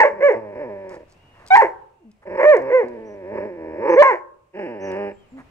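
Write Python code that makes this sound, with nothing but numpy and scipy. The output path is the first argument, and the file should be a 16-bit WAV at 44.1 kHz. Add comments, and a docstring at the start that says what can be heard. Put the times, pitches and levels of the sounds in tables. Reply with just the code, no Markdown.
"""Playful dog in a fenced garden

A large dog grumbles close to a camera. Slow vocal fold pulses ring its chest in a low growl that breaks
six times into a high, partly hoarse bark, shaped by throat and muzzle. In the pauses it grunts softly,
shuffles, and whistles and puffs through its nose. There are sharp ticks, overload crackle on the loudest
barks, and a small bird. The wooden fence slaps back, with a thin reverb tail over faint outdoor air."""
import sys
import numpy as np
from scipy import signal
from scipy.fft import rfft, irfft, next_fast_len
from scipy.io import wavfile
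from scipy.ndimage import uniform_filter1d, minimum_filter1d, map_coordinates

SR = 44100
rng = np.random.default_rng(int(sys.argv[2]) if len(sys.argv) > 2 else 0)


def store_wav(level_fs):
    """Save 16-bit WAV to argv[1]."""
    pcm = np.round(np.clip(np.atleast_2d(level_fs), -1, 1) * 32767)
    wavfile.write(sys.argv[1], SR, pcm.T.astype(np.int16))


N = 242550
TIME = np.arange(N) / SR
TOP_HZ = 15800

# Tone of the outdoor air and of the microphone hiss. Each row: frequency in Hz, gain in dB.
AIR_EQ = [(25, -3.5), (55, -1), (110, -0.5), (160, -5), (260, -12.5), (600, -11), (720, -12.5), (950, -15),
          (1300, -21), (1800, -22), (2700, -21.5), (3400, -31.5), (8000, -42.5), (15500, -51.5)]
HISS_EQ = [(1500, -26.5), (3500, -4), (5500, -0.5), (8000, 2), (11000, -6), (15500, -8.5)]
# Fader ride on the air. Each row: time in seconds, level in dB.
AIR_LEVEL = [(0, -65), (1.2, -55.5), (1.6, -53), (2.0, -68), (3, -57.5), (4.5, -66.5), (5.5, -53)]
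# Slapback off the fence. Each row: delay in seconds, left gain in dB, right gain in dB.
FENCE_ECHOES = [(.0115, -23, -25), (.024, -24, -23), (.052, -21, -21)]
# The garden's reverb. Each row: frequency in Hz, seconds to die away by 60 dB.
GARDEN_DECAY = [(150, 0.95), (480, 0.55), (590, 0.42), (720, 0.077), (950, 0.8), (1030, 0.44), (1100, 0.58),
                (1200, 0.68), (2500, 0.14), (8000, 0.38)]
# Tone of the microphone ports. Each row: frequency in Hz, gain in dB.
PORT_EQ = [(100, 5), (550, -0.8), (1000, 0.17), (2000, 1), (5000, -5.5), (12000, -7.5)]
# Balance between the ports. Each row: frequency in Hz, left minus right in dB.
PORT_BALANCE = [(60, -5.5), (91, -2), (140, 3.5), (210, 2), (320, -1), (490, -3), (740, -2), (1130, 0.5),
                (1710, -4), (2600, 2.5)]
# Phase between the ports. Each row: frequency in Hz, the left port's lead in radians.
PORT_LEAD = [(100, 0.52), (500, 0.33), (780, 1.6), (1030, 0.89), (1700, 1.67), (2300, 1.67), (5000, 1.9),
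             (12000, -1.4)]

# Bird notes; thin nose whistles, and a brief high ring as one bark starts; closed-mouth grunts.
# Each row: start and length in seconds, first, middle and last pitch in Hz, level before the mix in dB.
CHIRPS = [(3.045, 0.06, 5100, 6086, 5300, -63.5), (3.89, 0.025, 5610, 6200, 5590, -50),
          (3.92, 0.025, 6030, 6200, 4990, -52), (4.795, .06, 5000, 6200, 5430, -55.5),
          (4.83, 0.033, 6435, 5850, 4830, -51), (5.125, 0.034, 7650, 7310, 7200, -68),
          (5.28, 0.055, 7550, 7310, 6800, -71)]
WHISTLES_AND_RING = [(1.14, 0.3, 2627, 2880, 2630, -62.5), (1.503, 0.018, 3830, 3716, 3826, -34),
                     (1.92, .28, 2500, 2740, 2044, -76.5), (5.16, 0.12, 3110, 3140, 2534, -64.5)]
GRUNTS = [(2.0, 0.06, 397, 331, 294, -55), (2.04, 0.075, 241, 218.6, 200, -48),
          (5.318, .1, 239, 268, 245.4, -41.5)]
# Soft shuffles, and a puff through the nose after the last grunt.
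# Each row: start and length in seconds, thud level in dB, rustle level in dB.
SHUFFLES_AND_PUFF = [(0.884, 0.099, -45.5, -55.5), (1.073, .08, -67.5, -61), (1.323, 0.19, -51, -72.5),
                     (2.217, 0.034, -51.5, -86), (5.364, 0.064, -45, -86.5)]
# Sharp ticks, with overload crackle on the loudest barks. Each row: time in seconds, attack level in dB.
CLICKS = [(0.3231, -47.5), (0.8939, -42.5), (1.1229, -47.5), (1.4642, -39), (1.4755, -36), (1.4837, -35.5),
          (1.5702, -25), (2.115, -52), (2.5688, -36), (2.8844, -49.5), (4.004, -33.5), (4.0276, -26.5),
          (4.9174, -42.5)]
# Tone of the dull thuds, and of the bright ticks and rustle. Each row: frequency in Hz, gain in dB.
THUD_EQ = [(80, -28.5), (250, -6), (900, 4), (1400, -5), (1900, -3.5), (3000, -25), (9000, -26.5),
           (15500, -41.5)]
CLICK_EQ = [(300, -26), (2000, -17.5), (5000, 5), (8000, -4), (11000, -13), (15500, -26.5)]

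# Pitch lines, one list per long growl. Each row: time in seconds, pitch in Hz.
GROWL_PITCH = [
    [(0.34, 116.4), (0.514, 98.4), (0.528, 98.8), (0.582, 144.1), (0.614, 146.3), (0.7, 103.6),
     (0.748, 98.6), (0.864, 94.4), (1.05, 73.7)],
    [(2.84, 126.4), (3.236, 92.6), (3.342, 104.9), (3.456, 104.3), (3.51, 88.5), (3.704, 78.8),
     (3.774, 80.8), (3.896, 173.3), (3.96, 177.1)],
    [(4.54, 190.7), (4.602, 209.7), (4.622, 188.4), (4.668, 139.1), (4.702, 118.6), (4.79, 97.7),
     (4.944, 95.8), (5.0, 101.6), (5.13, 100.3)],
]
# Level lines, one list per long growl. Each row: time in seconds, level in dB.
GROWL_LEVEL = [
    [(0.335, -20.5), (0.409, -36.5), (0.541, -35), (0.619, -27), (0.683, -35.5), (0.705, -33.5),
     (0.807, -35), (0.929, -35), (1.05, -49.5)],
    [(2.83, -25), (2.888, -36), (3.166, -38.5), (3.302, -33.5), (3.374, -25), (3.552, -36.5), (3.78, -31),
     (3.9, -13.5), (3.96, -13)],
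    [(4.53, -45.5), (4.56, -35.5), (4.6, -28.5), (4.792, -35), (4.838, -28.5), (4.95, -26.5), (5.08, -27.5),
     (5.135, -42)],
]
# Short growls that swell into a bark.
# Each row: start and end in seconds, pitch in Hz, first level in dB, swell in dB.
LEAD_INS = [(0.089, .215, 199.2, -36.5, 5), (2.251, 2.419, 184.3, -33, 17),
            (2.579, 2.711, 135.2, -29.5, 6.5)]
# Catches in the growl. Each row: centre and half length in seconds, added roughness from 0 to 1.
RASPS = [(.15, .06, .25), (.56, .04, .4), (.94, .045, .75), (2.35, .09, .45), (3.39, .065, .6),
         (3.76, .09, .2), (4.66, .03, .3), (4.94, .025, .2), (5.118, .022, .8)]
# Closing lips favour the growl's lowest throat resonance. Each row: time in seconds, its gain in dB.
LIP_BOOST = [(.1, -8), (.56, -14.5), (.68, -3.5), (.8, -9.5), (.97, -4), (2.3, -9.5), (2.65, -4),
             (3.02, 12.5), (3.08, 6), (3.3, 1), (3.45, 5), (4.6, 1.5), (5.08, -0.5)]
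# The growl's resonances: easy chest, hard-pressed throat, muzzle, and the colour that parted jaws add.
# Each row: frequency in Hz, gain in dB.
CHEST_EQ = [(60, -14.5), (100, -11), (150, -23), (200, -11.5), (270, -8.5), (370, 2.5), (450, -4.5),
            (590, 5.5), (700, -18), (830, -11.5), (950, -7.5), (1100, -25), (1350, -30.5)]
PRESSED_EQ = [(80, -30), (180, -28.5), (260, -19.5), (350, 0), (430, 1), (540, 8), (610, -11.5), (710, -22),
              (900, 2.5), (1050, -8.5), (1350, -23)]
GROWL_MUZZLE_EQ = [(1100, -1), (1350, -7.5), (1750, 9.5), (2000, 1.5), (2300, 3.5), (2750, -9), (3300, -35),
                   (4200, -29.5), (5100, -14.5), (6300, -35.5), (8000, -30.5), (10000, -40.5),
                   (15500, -46.5)]
PARTED_JAWS_EQ = [(95, -3.5), (190, 3.5), (400, 1.5), (600, -2), (810, 9), (1000, -4), (1300, 5), (2300, 3),
                  (2900, 17), (3600, 5.5), (9000, 6)]

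# Barks as arches of pitch and level; where a hard bark cracks, a new arch cuts in on the last.
# Each row: start, top and fall time in seconds, first and top pitch in Hz, first and top level in dB,
# brightness in dB, then mouth opening, onset roughness and top roughness from 0 to 1.
BARKS = [ (0, .022, 0.11, 852.4, 876.3, -10, -9.5, -7.5, 0.35, 0.5, 0.3),
         (.042, .046, 0.058, 564, 572.5, -11.5, -10.5, -15.5, 0.25, .1, 0.48),
         (.206, .247, .104, 520.4, 577.8, -27.5, -8, -16, .05, .7, .09),
         (1.507, 1.556, .1, 736.8, 789.7, -13.5, -3.5, -10.5, 1, 0, 0.06),
         (1.561, 1.586, 0.089, 868.9, 900.9, -7, -8.5, -14.5, .85, .8, .22),
         (2.39, 2.496, 0.1, 555.7, 605.3, -22, -6, -16.5, 0.27, .85, .03),
         (2.69, 2.752, 0.094, 418, 515.7, -30, -10, -18.5, .06, .55, 0.08),
         (3.959, 4.01, .04, 449.7, 590.1, -16, -2.5, -19, .1, .2, .06),
         (4.027, 4.056, 0.11, 521, 539.9, -12.5, -11.5, -11, .9, .35, .17)]
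# The bark's tone: throat with the mouth nearly shut, with it wide open, muzzle, and air past the teeth.
# Each row: frequency in Hz, gain in dB.
MOUTH_SHUT_EQ = [(100, -37), (240, -27.5), (340, -9), (520, 3), (620, 0.5), (720, -9), (900, -10.5),
                 (1120, -17.5), (1350, -29.5)]
MOUTH_OPEN_EQ = [(100, -42.5), (260, -20), (420, -6.5), (580, -13), (680, -9.5), (820, 8.5), (1080, 2),
                 (1200, -16.5), (1350, -5.5)]
BARK_MUZZLE_EQ = [(1100, -7), (1350, -6), (1580, 3.5), (1800, 5), (1950, 6), (2200, 4.5), (2450, -9.5),
                  (2800, -16), (3350, -33.5), (3850, -36), (4500, -29.5), (7500, -34), (10000, -49),
                  (15500, -57)]
BREATH_EQ = [(2500, -20.5), (3500, -1), (6000, -3), (9000, -8.5), (15500, -18.5)]


def amp(db):
    """Decibels to gain."""
    return 10 ** (np.asarray(db) / 20)


def unit(x):
    """Scale to rms 1."""
    return x / np.sqrt(np.mean(x ** 2) + 1e-20)


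def along(points, hz):
    """Read (Hz, value) points on a log frequency axis."""
    knots_hz, values = np.transpose(points)
    return np.interp(np.log(hz + 1), np.log(knots_hz + 1), values)


def automation(points):
    """Join (seconds, value) points into one value per sample."""
    return np.interp(TIME, *np.transpose(points))


def wobble(rate):
    """A smooth random curve with rate knots a second."""
    return map_coordinates(rng.standard_normal(int(N * rate / SR) + 4), [TIME * rate])


def filtered(x, response):
    """Apply a response given as a function of Hz."""
    size = next_fast_len(N + SR // 2)
    return irfft(rfft(x, size) * response(np.fft.rfftfreq(size, 1 / SR)), size)[..., :N]


def highpass(x, edge_hz):
    """Steep low cut."""
    return filtered(x, lambda hz: 1 - 1 / (1 + (hz / edge_hz) ** 6))


def resonate(x, eq, size=4096):
    """Minimum-phase EQ: it rings after each pulse, like a cavity."""
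    cepstrum = irfft(np.log(amp(along(eq, np.fft.rfftfreq(size, 1 / SR)))))
    cepstrum[1:size // 2] *= 2
    cepstrum[size // 2 + 1:] = 0
    return signal.oaconvolve(x, irfft(np.exp(rfft(cepstrum))))[:N]


def steady(x, size=1000):
    """Even out the slow level, keeping the pulses."""
    power = uniform_filter1d(uniform_filter1d(x ** 2, size), size)
    return x / np.sqrt(np.abs(power) + 1e-12)


def air():
    """A faint outdoor bed, nearly mono in the bass, over steady microphone hiss."""
    mid, side = filtered(rng.standard_normal((2, N)), lambda hz: amp(along(AIR_EQ, hz)))
    side = filtered(side, lambda hz: amp(along([(100, -24), (1000, -0.5)], hz)))
    hiss = unit(filtered(rng.standard_normal((2, N)), lambda hz: amp(along(HISS_EQ, hz))))
    level_db = automation(AIR_LEVEL) + 1.2 * wobble(0.77)
    return amp(level_db) * unit(np.array([mid + side, mid - side])) + amp(-82.5) * hiss


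def garden(x, tail_db):
    """Three slaps off the fence, and a thin diffuse tail."""
    slaps = filtered(x, lambda hz: sum(amp([[left], [right]]) * np.exp(-2j * np.pi * hz * delay)
                                       for delay, left, right in FENCE_ECHOES))
    hz, t, noise = signal.stft(rng.standard_normal((2, SR)), SR, nperseg=256)
    decay = amp(-60 * t / along(GARDEN_DECAY, hz)[:, None])
    build_up = 1 - np.exp(-t / 0.019)
    _, impulse = signal.istft(noise * decay * build_up, SR, nperseg=256)
    tail = signal.fftconvolve(x[None], impulse / np.linalg.norm(impulse[0]), axes=1)[:, :N]
    return slaps + amp(tail_db) * tail


def microphone_ports(x):
    """Mono to stereo: the left port leads in all but the top treble, and each port colours the sound."""
    sides = np.array([[.5], [-.5]])

    def response(hz):
        gain = amp(along(PORT_EQ, hz) + sides * along(PORT_BALANCE, hz))
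        return gain * np.exp(1j * sides * along(PORT_LEAD, hz))
    return filtered(x, response)


def glides(notes, overtone_db, waver):
    """Sine notes with two soft overtones, each note bending through three pitches."""
    out = np.zeros(N)
    drift = 1 + waver * wobble(150)
    for start, length, first, middle, last, db in notes:
        on = (TIME > start) & (TIME < start + length)
        progress = (TIME[on] - start) / length
        hz = np.polyval(np.polyfit([0, .5, 1], [first, middle, last], 2), progress)
        phase = 2 * np.pi * np.cumsum(hz * drift[on]) / SR
        tone = np.sin(phase) + amp(overtone_db) * (np.sin(2 * phase) + np.sin(3 * phase) / 2)
        out[on] += amp(db) * np.sqrt(2 * np.sin(np.pi * progress)) * tone
    return out


def bird_chirps():
    """A small bird's high, nearly pure notes with a quick flutter in pitch."""
    return glides(CHIRPS, overtone_db=-38, waver=0.024)


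def shuffles_and_puff():
    """Soft shuffles and a last puff through the nose: dull swells of noise with a gritty rustle on top."""
    thud = unit(resonate(rng.standard_normal(N), THUD_EQ))
    rustle = unit(resonate(rng.standard_normal(N) * amp(4 * wobble(400)), CLICK_EQ))
    out = np.zeros(N)
    for start, length, thud_db, rustle_db in SHUFFLES_AND_PUFF:
        swell = np.sin(np.pi * np.clip((TIME - start) / length, 0, 1))
        out += swell * (amp(thud_db) * thud + amp(rustle_db) * rustle)
    return out


def clicks(t60_s=.018):
    """Sharp ticks and overload crackle: bright noise with a hard attack and a fast decay."""
    envelope = sum(amp(db - 60 * np.clip((TIME - start) / t60_s, 0, 2)) * (TIME >= start)
                   for start, db in CLICKS)
    return amp(0.5) * envelope * unit(resonate(rng.standard_normal(N), CLICK_EQ))


def whistles_and_ring():
    """Thin nose whistles, and a brief high ring as one bark starts."""
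    return glides(WHISTLES_AND_RING, overtone_db=-30, waver=0.0042)


def grunts():
    """Soft, low hums behind a closed mouth."""
    return glides(GRUNTS, overtone_db=-15.5, waver=0.0073)


def vocal_folds(pitch, rough, slap_gain, jitter, shimmer, flutter_hz):
    """Pulses with an optional slap half a cycle later; roughness shakes pitch and level and adds rasp."""
    rough = np.clip(rough, 0, 1)
    phase = 2 * np.pi * np.cumsum(pitch * (1 + jitter * rough * wobble(flutter_hz))) / SR
    harmonics = np.floor(TOP_HZ / pitch)
    half_angle = (np.array([phase, phase + np.pi]) % (2 * np.pi)) / 2 + 1e-9
    # two band-limited pulse trains, each a sum of equally loud harmonics
    pulse, slap = np.sin((2 * harmonics + 1) * half_angle) / np.sin(half_angle) - 1
    pulses = (pulse + slap_gain * slap) / np.sqrt(2 * harmonics)
    rasp = unit(rng.standard_normal(N) * (1 + np.cos(phase)) ** 2)
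    return pulses * (1 + shimmer * rough * wobble(flutter_hz)) + .55 * rough * rasp


def voice(throat, muzzle, bright_db, crossover_hz=1350):
    """Levelled throat tone below the crossover, with the muzzle's ring mixed in above it."""
    def lowpass(hz):
        return 1 / (1 + (hz / crossover_hz) ** 16)
    body = steady(filtered(throat, lowpass))
    ring = steady(filtered(muzzle, lambda hz: 1 - lowpass(hz)))
    return body + amp(bright_db) * ring


def growl_gestures(easy_hz=100, rough_per_octave=.45):
    """Away from its easy pitch, or when it catches, the growl turns rough and bright."""
    pitch = automation(np.vstack(GROWL_PITCH))
    level_db = automation(np.vstack(GROWL_LEVEL))
    for start, end, hz, first_db, swell_db in LEAD_INS:
        on = (TIME >= start) & (TIME <= end)
        pitch[on] = hz
        level_db[on] = first_db + swell_db * ((TIME[on] - start) / (end - start)) ** 1.8  # swells late
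    catches = sum(amount * np.exp(-((TIME - centre) / half) ** 2) for centre, half, amount in RASPS)
    rough = .12 + rough_per_octave * np.abs(np.log2(pitch / easy_hz)) + catches
    bright_db = -20 + 5.5 * rough
    return pitch, level_db, bright_db, rough


def growls(fade_s=.014, waver_db=.8, jaws_part_s=4.3):
    """The low register: slow pulses ring the chest; pushed harder, the tone moves into the throat."""
    pitch, level_db, bright_db, rough = growl_gestures()
    # slack folds slap twice a cycle, and the second slap comes and goes
    slack = np.clip((170 - pitch) / 60, 0, 1)
    slap_gain = slack * np.clip(.4 + .15 * wobble(11), 0, 1)
    pitch = pitch * (1 + .014 * wobble(20))
    source = vocal_folds(pitch, rough, slap_gain, jitter=.11, shimmer=.55, flutter_hz=130)
    # the folds close gradually, so each pulse is drawn out over a few milliseconds
    source = filtered(source,
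                      lambda hz: np.exp(-2j * np.pi * (4 * np.tanh(hz / 600) + .4 * np.sin(hz / 130))))
    push = np.clip((level_db + 29) / 8, 0, 1)
    throat = (1 - push) * resonate(source, CHEST_EQ) + push * resonate(source, PRESSED_EQ)
    lowest_resonance = highpass(throat, edge_hz=250) - highpass(throat, edge_hz=390)
    throat = throat + (amp(automation(LIP_BOOST)) - 1) * lowest_resonance
    turbulence = .4 * rng.standard_normal(N)
    muzzle = resonate(source + turbulence, GROWL_MUZZLE_EQ)
    spans = [(rows[0][0], rows[-1][0]) for rows in GROWL_LEVEL] + [row[:2] for row in LEAD_INS]
    gate = sum(np.clip(np.minimum(TIME - start, end - TIME) / fade_s, 0, 1) for start, end in spans)
    growl = gate * amp(level_db + waver_db * wobble(14)) * voice(throat, muzzle, bright_db)
    # the last growl comes with the head up and the jaws parted
    growl = np.where(TIME > jaws_part_s, resonate(growl, PARTED_JAWS_EQ), growl)
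    return highpass(growl, edge_hz=27)


def bark_gestures(break_hz=330, sink_cycles=40, fall_db=22, hoarse_bright_db=7, prepare_s=.006):
    """Each bark climbs and clears, then sinks to the register break, closes and goes hoarse."""
    controls = np.zeros((5, N))  # gain, pitch, brightness, mouth opening, roughness
    controls[1] = break_hz
    for (start, top, fall, first_hz, top_hz, first_db, top_db,
         bright_db, opening, onset_rough, top_rough) in BARKS:
        on = (TIME >= start - prepare_s) & (TIME < top + 2 * fall)  # the throat sets before it sounds
        t = TIME[on]
        rise_left = np.clip((top - t) / max(top - start, 1e-3), 0, 1)
        past_top = np.maximum(t - top, 0)
        sunk = 1 - np.exp(-(past_top * top_hz / sink_cycles) ** 3)
        # the powers round off the top of the arch
        pitch = top_hz * (first_hz / top_hz) ** (rise_left ** 1.7) * (break_hz / top_hz) ** sunk
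        level_db = top_db + (first_db - top_db) * rise_left ** 1.6 - fall_db * (past_top / fall) ** 2.25
        onset = np.clip(rise_left / .3 - 1, 0, 1)  # gone for the last 30% of the rise
        rough = top_rough + onset_rough * onset + .58 * sunk ** 1.5
        gain = np.where(t >= start, amp(level_db), controls[0, on])
        controls[:, on] = [gain, pitch, bright_db + hoarse_bright_db * rough, opening * (1 - sunk), rough]
    return uniform_filter1d(controls, 300, axis=1)


def barks(breath_db=-40.5):
    """The high register: fast pulses ring throat and muzzle while air rushes past the teeth."""
    gain, pitch, bright_db, mouth, rough = bark_gestures()
    mouth = np.clip(mouth, 0, 1)
    pitch = pitch * (1 + 0.0046 * wobble(90))
    source = vocal_folds(pitch, rough, slap_gain=0, jitter=.15, shimmer=.8, flutter_hz=380)
    # when hoarse, every third cycle is stronger, which adds undertones
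    source = source * (1 + 0.66 * rough * np.cos(2 * np.pi * np.cumsum(pitch / 3) / SR))
    throat = (1 - mouth) * resonate(source, MOUTH_SHUT_EQ) + mouth * resonate(source, MOUTH_OPEN_EQ)
    turbulence = .08 * rng.standard_normal(N)
    muzzle = resonate(source + turbulence, BARK_MUZZLE_EQ)
    breath = amp(breath_db) * mouth * unit(resonate(rng.standard_normal(N), BREATH_EQ))
    return highpass(gain * (voice(throat, muzzle, bright_db) + breath), edge_hz=90)


def scene():
    """The dog up close; the bird further off, low in the dry mix and sent hard to the garden's echo."""
    dog = barks() + growls() + clicks() + shuffles_and_puff() + grunts() + whistles_and_ring()
    bird = bird_chirps()
    return microphone_ports(dog) + amp(-6) * bird + garden(dog + 4 * bird, tail_db=-18.5) + air()


def record(dry, ceiling=1.2, look_ahead_s=.001):
    """The camera limits and soft-clips the highest peaks, and keeps nothing above its band limit."""
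    size = int(look_ahead_s * SR)
    limiter_gain = ceiling / np.maximum(np.abs(dry).max(axis=0), ceiling)
    limited = dry * uniform_filter1d(minimum_filter1d(limiter_gain, 2 * size), size)
    rounded = limited / (1 + np.abs(limited) ** 10) ** (1 / 10)
    return filtered(rounded, lambda hz: hz < TOP_HZ)


dry = scene()
out = record(dry)
store_wav(out)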